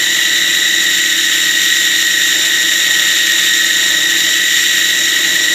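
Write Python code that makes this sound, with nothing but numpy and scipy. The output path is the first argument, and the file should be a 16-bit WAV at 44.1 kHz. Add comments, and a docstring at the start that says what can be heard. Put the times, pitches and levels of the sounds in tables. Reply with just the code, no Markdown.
"""Kitchen counter: a food processor runs steadily, close by.
Whine: gear tones locked to a mesh pitch that sags as the load rises, each split into mains sidebands.
Noise: coloured, throbbing noise for the housing rattle, the brush and fan hiss and the base rumble.
Low hum: slightly unsteady sines at fixed pitches, mains harmonics and another appliance.
Gain control then evens out the loudness."""
import sys
import numpy as np
from scipy import signal
from scipy.fft import rfft, irfft, next_fast_len
from scipy.io import wavfile
from scipy.ndimage import uniform_filter1d, map_coordinates

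SR = 44100
rng = np.random.default_rng(int(sys.argv[2]) if len(sys.argv) > 2 else 0)


def transcribe(u):
    """Save the signal u as a 16-bit wav file named by the first command-line argument.

    u: samples, shape (n,) or (channels, n), limited to [-1, 1]; the rate is SR.
    q: integer samples, one column per channel.
    """
    v = np.clip(np.atleast_2d(u).T, -1, 1)
    q = np.round(v * 32767).astype(np.int16)
    wavfile.write(sys.argv[1], SR, q)


N = 244314
TIME_S = np.arange(N) / SR

# Gear mesh pitch, sagging under load, then recovering: start_s, mesh_hz
MESH_PITCH = [(0, 1934), (.2, 1932), (.45, 1940), (.65, 1936), (.8, 1925), (1, 1922), (1.2, 1912),
              (1.9, 1910), (2.3, 1900), (2.6, 1902), (3.2, 1895), (3.65, 1894.5), (4, 1906), (4.4, 1927),
              (4.8, 1921.5), (5.25, 1930), (5.54, 1926)]
# Gear train tones: mesh_multiple, strongest_sideband (mains steps from the multiple)
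GEAR_TONES = [(3 / 41, 0), (.0995, 0), (.1692, 0), (.1745, 0), (.1956, 0), (27 / 41, 0), (33 / 41, 0),
              (.925, 0), (.9302, 0), (39 / 41, 1), (40 / 41, 0), (1, 0), (42 / 41, 0), (1.0701, 0),
              (73 / 41, 0), (1.9006, 0), (80 / 41, 0), (1.9651, 1), (81 / 41, 0), (2.0698, 0), (2.8953, 0),
              (121 / 41, 1), (3.052, 0), (3.8152, 0), (3.9097, 0)]
# Same tones: level_db (re mesh tone), sideband_loss_db (at one step; grows as the step squared)
GEAR_LEVELS = [(-35, 15), (-30, 15), (-26, 15), (-19, 20), (-34, 15), (-30, 8), (-18, 8), (-23, 14),
               (-10, 14), (-9, 1.5), (-19, 12), (0, 11), (-12, 13), (-19, 12), (-21, 10), (-17, 10),
               (-11, 4), (-14, 1.5), (-5.5, 2.2), (-18, 10), (-23, 3), (-21, 8), (-24, 4), (-18, 4),
               (-24, .8)]
# Whine level: start_s, level_db
WHINE_LEVEL = [(0, -21), (.6, -19), (1.2, -20.5), (2.4, -20.5), (3.8, -19.5), (4.2, -20.5), (5.54, -20.5)]
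# Motor noise level: start_s, level_db
NOISE_LEVEL = [(0, -17.5), (.4, -17), (1.36, -16), (1.53, -16.5), (1.7, -14.5), (1.87, -16.5), (2.3, -15.5),
               (2.55, -16), (3, -15.5), (3.8, -15), (4.08, -17), (4.25, -15.5), (4.42, -17), (4.59, -14),
               (4.93, -16.5), (5.44, -16.5), (5.54, -15.5)]
# Housing rattle spectrum: pitch_hz, relative_density_db
RATTLE_SPECTRUM = [(650, -61), (1100, -36.5), (1280, -19.5), (1380, -22), (1500, -15.5), (1650, -15.5),
                   (1900, -1), (1970, -16), (2080, -8), (2320, -14.5), (2990, -7.5), (3240, -9),
                   (3830, -4.5), (4280, -15), (5200, -24), (6760, -48), (11400, -120)]
# Brush and fan hiss spectrum: pitch_hz, relative_density_db
HISS_SPECTRUM = [(2940, -29.5), (5000, -17), (5170, -13), (5580, -1), (6170, -8), (7040, 0.5), (7320, -1),
                 (7530, 0), (7860, -10), (8130, -14.5), (8440, -17.5), (9370, -12), (10700, -25),
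                 (13200, -9.5), (15600, -21.5)]
# Base rumble spectrum: pitch_hz, relative_density_db
RUMBLE_SPECTRUM = [(12, -62), (20, -41), (87, -18.5), (173, -12), (244, -20.5), (326, -3.5), (401, -11.5),
                   (484, -13), (615, -7), (730, -19.5), (823, -12), (1050, -16.5), (1200, -15.5),
                   (1560, -27), (2640, -120)]
# Narrow peaks and dips of bowl and lid: center_hz, half_width_hz (to 1/e of the dB), gain_db
BOWL_PEAKS = [(1588, 25, -15), (1620, 32, 3.5), (1820, 17, -2), (2032, 21, 4), (2677, 37, -5),
              (3078, 43, 3.5), (3159, 44, -10.5), (3310, 57, 0.5), (4000, 40, 1.5), (4080, 40, 2),
              (4140, 37, -6), (4320, 34, -6), (5070, 60, 2.5), (5520, 30, -0.5), (5675, 43, 2.5),
              (6480, 47, 4.5), (7210, 38, 2), (7650, 39, -0.5), (11120, 340, 4.5), (14300, 300, -7)]
# Low hum, mains harmonics and another appliance: pitch_hz, level_db
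LOW_HUM = [(54.5, -61.5), (119.9, -59.5), (163.5, -57), (179.7, -47), (218.0, -57.5), (239.7, -55),
           (299.6, -42), (359.7, -52.5), (419.7, -53)]

MAINS_HZ, TOP_HZ, BASS_CUT_HZ = 59.9, 15490, 33
BLADE_TEETH = 41  # mesh cycles per blade shaft turn
SIDEBANDS = np.arange(-3, 4)  # mains steps from the strongest
HISS_DB, RUMBLE_DB = -3.5, -20.5  # re rattle


def amp(db):
    """Amplitude gain of a level in dB."""
    return 10 ** (np.asarray(db) / 20)


def unit(x):
    """Scale x to rms 1."""
    return x / np.sqrt(np.mean(x ** 2) + 1e-20)


def curve(rows):
    """Interpolate a (start_s, value) table to one value per sample."""
    start_s, value = np.transpose(rows)
    return np.interp(TIME_S, start_s, value)


def wobble(rate_hz):
    """Random curve: straight lines between normal random knots, rate_hz knots a second."""
    knots = rng.standard_normal(int(N * rate_hz / SR) + 4)
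    return np.interp(TIME_S * rate_hz, np.arange(len(knots)), knots)


def filtered(x, response):
    """Multiply the spectrum of x by response(hz), at zero phase."""
    size = next_fast_len(N + 8192)
    spectrum = rfft(x, size) * response(np.fft.rfftfreq(size, 1 / SR))
    return irfft(spectrum, size)[..., :N]


def whine(mesh_turns, whine_db):
    """Gear tones share the mesh pitch and tremble; each drifts, swells and carries mains sidebands."""
    tones = np.zeros(N)
    tremble_rad = 0.18 * wobble(12)
    mains_steps = np.exp(2j * np.pi * MAINS_HZ * np.outer(SIDEBANDS, TIME_S))
    for (multiple, strongest), (level_db, loss_db) in zip(GEAR_TONES, GEAR_LEVELS):
        phase_rad = 2 * np.pi * multiple * mesh_turns
        phase_rad += multiple * (tremble_rad + 0.33 * wobble(9))
        phase_rad += 2 * np.pi * MAINS_HZ * strongest * TIME_S
        start_phases = np.exp(2j * np.pi * rng.random(len(SIDEBANDS)))
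        sidebands = amp(level_db - loss_db * SIDEBANDS ** 2) * start_phases @ mains_steps
        swell_db = 1.12 * wobble(5) + 0.5 * wobble(30)
        tones += amp(swell_db) * np.real(sidebands * np.exp(1j * phase_rad))
    return np.sqrt(2) * amp(whine_db) * tones


def blade_flutter(mesh_turns):
    """Load pulses at the blade shaft rate and its next two harmonics."""
    blade_rad = 2 * np.pi * mesh_turns / BLADE_TEETH
    return np.cos(blade_rad) + 1.08 * np.cos(2 * blade_rad) + 0.91 * np.cos(3 * blade_rad)


def motor_noise(flutter):
    """Rattle and hiss share the same fast random loudness flutter and pass the bowl; rumble bypasses it."""
    mains_rad = 2 * np.pi * MAINS_HZ * TIME_S
    mains_throb = np.cos(2 * mains_rad) + 0.49 * np.cos(mains_rad)
    shared_random = wobble(70) + 0.26 * wobble(150) + 0.64 * wobble(400)
    housing = rattle(mains_throb, flutter, shared_random)
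    air = hiss(mains_throb, flutter, shared_random)
    mix = bowl(housing + amp(HISS_DB) * air, ragged_db=1.18) + amp(RUMBLE_DB) * rumble(mains_throb)
    return amp(curve(NOISE_LEVEL)) * mix


def rattle(mains_throb, flutter, shared_random):
    """Gear teeth shake the housing: noise driven by blade flutter, random flutter and mains."""
    gain_db = 0.32 * mains_throb + 0.76 * flutter + shared_random
    return noise(RATTLE_SPECTRUM, 0.75, amp(gain_db))


def hiss(mains_throb, flutter, shared_random):
    """Brushes and fan: high noise throbbing with the mains, with a fast grain of its own."""
    gain_db = 1.1 * mains_throb + 0.11 * flutter + 0.67 * shared_random + 0.86 * wobble(1500)
    return noise(HISS_SPECTRUM, 0.7, amp(gain_db))


def rumble(mains_throb):
    """Base: low noise throbbing with the mains and swelling by itself."""
    gain_db = 1.2 * mains_throb + 2 * wobble(5.85)
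    return noise(RUMBLE_SPECTRUM, 0.55, amp(gain_db))


def noise(spectrum, patchy_db, gain):
    """White noise, patchy in time and frequency, shaken by gain, then coloured; rms 1."""
    white = signal.stft(rng.standard_normal(N + 512), nperseg=512)[2]
    patches = rng.standard_normal(white.shape)
    for axis in (0, 1):
        patches = uniform_filter1d(patches, size=8, axis=axis)
    patchy = signal.istft(white * amp(patchy_db * unit(patches)), nperseg=512)[1][:N]
    pitch_hz, density_db = np.transpose(spectrum)

    def colour(hz):
        return amp(np.interp(np.log(hz + 1), np.log(pitch_hz + 1), density_db))

    return unit(filtered(patchy * gain, colour))


def bowl(x, ragged_db):
    """Bowl and lid peaks and dips, plus a random, finely uneven colour over pitch."""
    knots = rng.standard_normal(600)
    knots_hz = np.linspace(0, SR / 2, len(knots))

    def response(hz):
        gain_db = ragged_db * np.interp(hz, knots_hz, knots)
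        for center_hz, half_width_hz, peak_db in BOWL_PEAKS:
            gain_db += peak_db * np.exp(-((hz - center_hz) / half_width_hz) ** 2)
        return amp(gain_db)

    return filtered(x, response)


def hum():
    """Mains harmonics and another appliance: fixed low sines, slightly unsteady in level and phase."""
    total = np.zeros(N)
    for pitch_hz, level_db in LOW_HUM:
        gain = np.sqrt(2) * amp(level_db + 0.7 * wobble(5.75))
        phase_rad = 0.19 * wobble(5) + rng.uniform(0, 2 * np.pi)
        total += gain * np.sin(2 * np.pi * pitch_hz * TIME_S + phase_rad)
    return total


def scene():
    """Processor, close and dry, over the low hum; whine, rattle and hiss share the blade flutter."""
    mesh_turns = np.cumsum(curve(MESH_PITCH)) / SR
    flutter = blade_flutter(mesh_turns)
    gears = amp(0.98 * flutter) * whine(mesh_turns, curve(WHINE_LEVEL))
    return (gears + motor_noise(flutter) + hum())[None]


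def record(dry):
    """Fast gain control, rounded peaks, deep bass cut, band limit."""
    power = dry ** 2
    for _ in range(2):
        power = uniform_filter1d(power, size=1500, mode="reflect")
    levelled = dry * (np.abs(power) / amp(-24.5)) ** -.22
    rounded = levelled / (1 + np.abs(levelled) ** 8) ** (1 / 8)
    return filtered(rounded, lambda hz: (hz < TOP_HZ) * hz ** 2 / (hz ** 2 + BASS_CUT_HZ ** 2))


dry = scene()
out = record(dry)
transcribe(out)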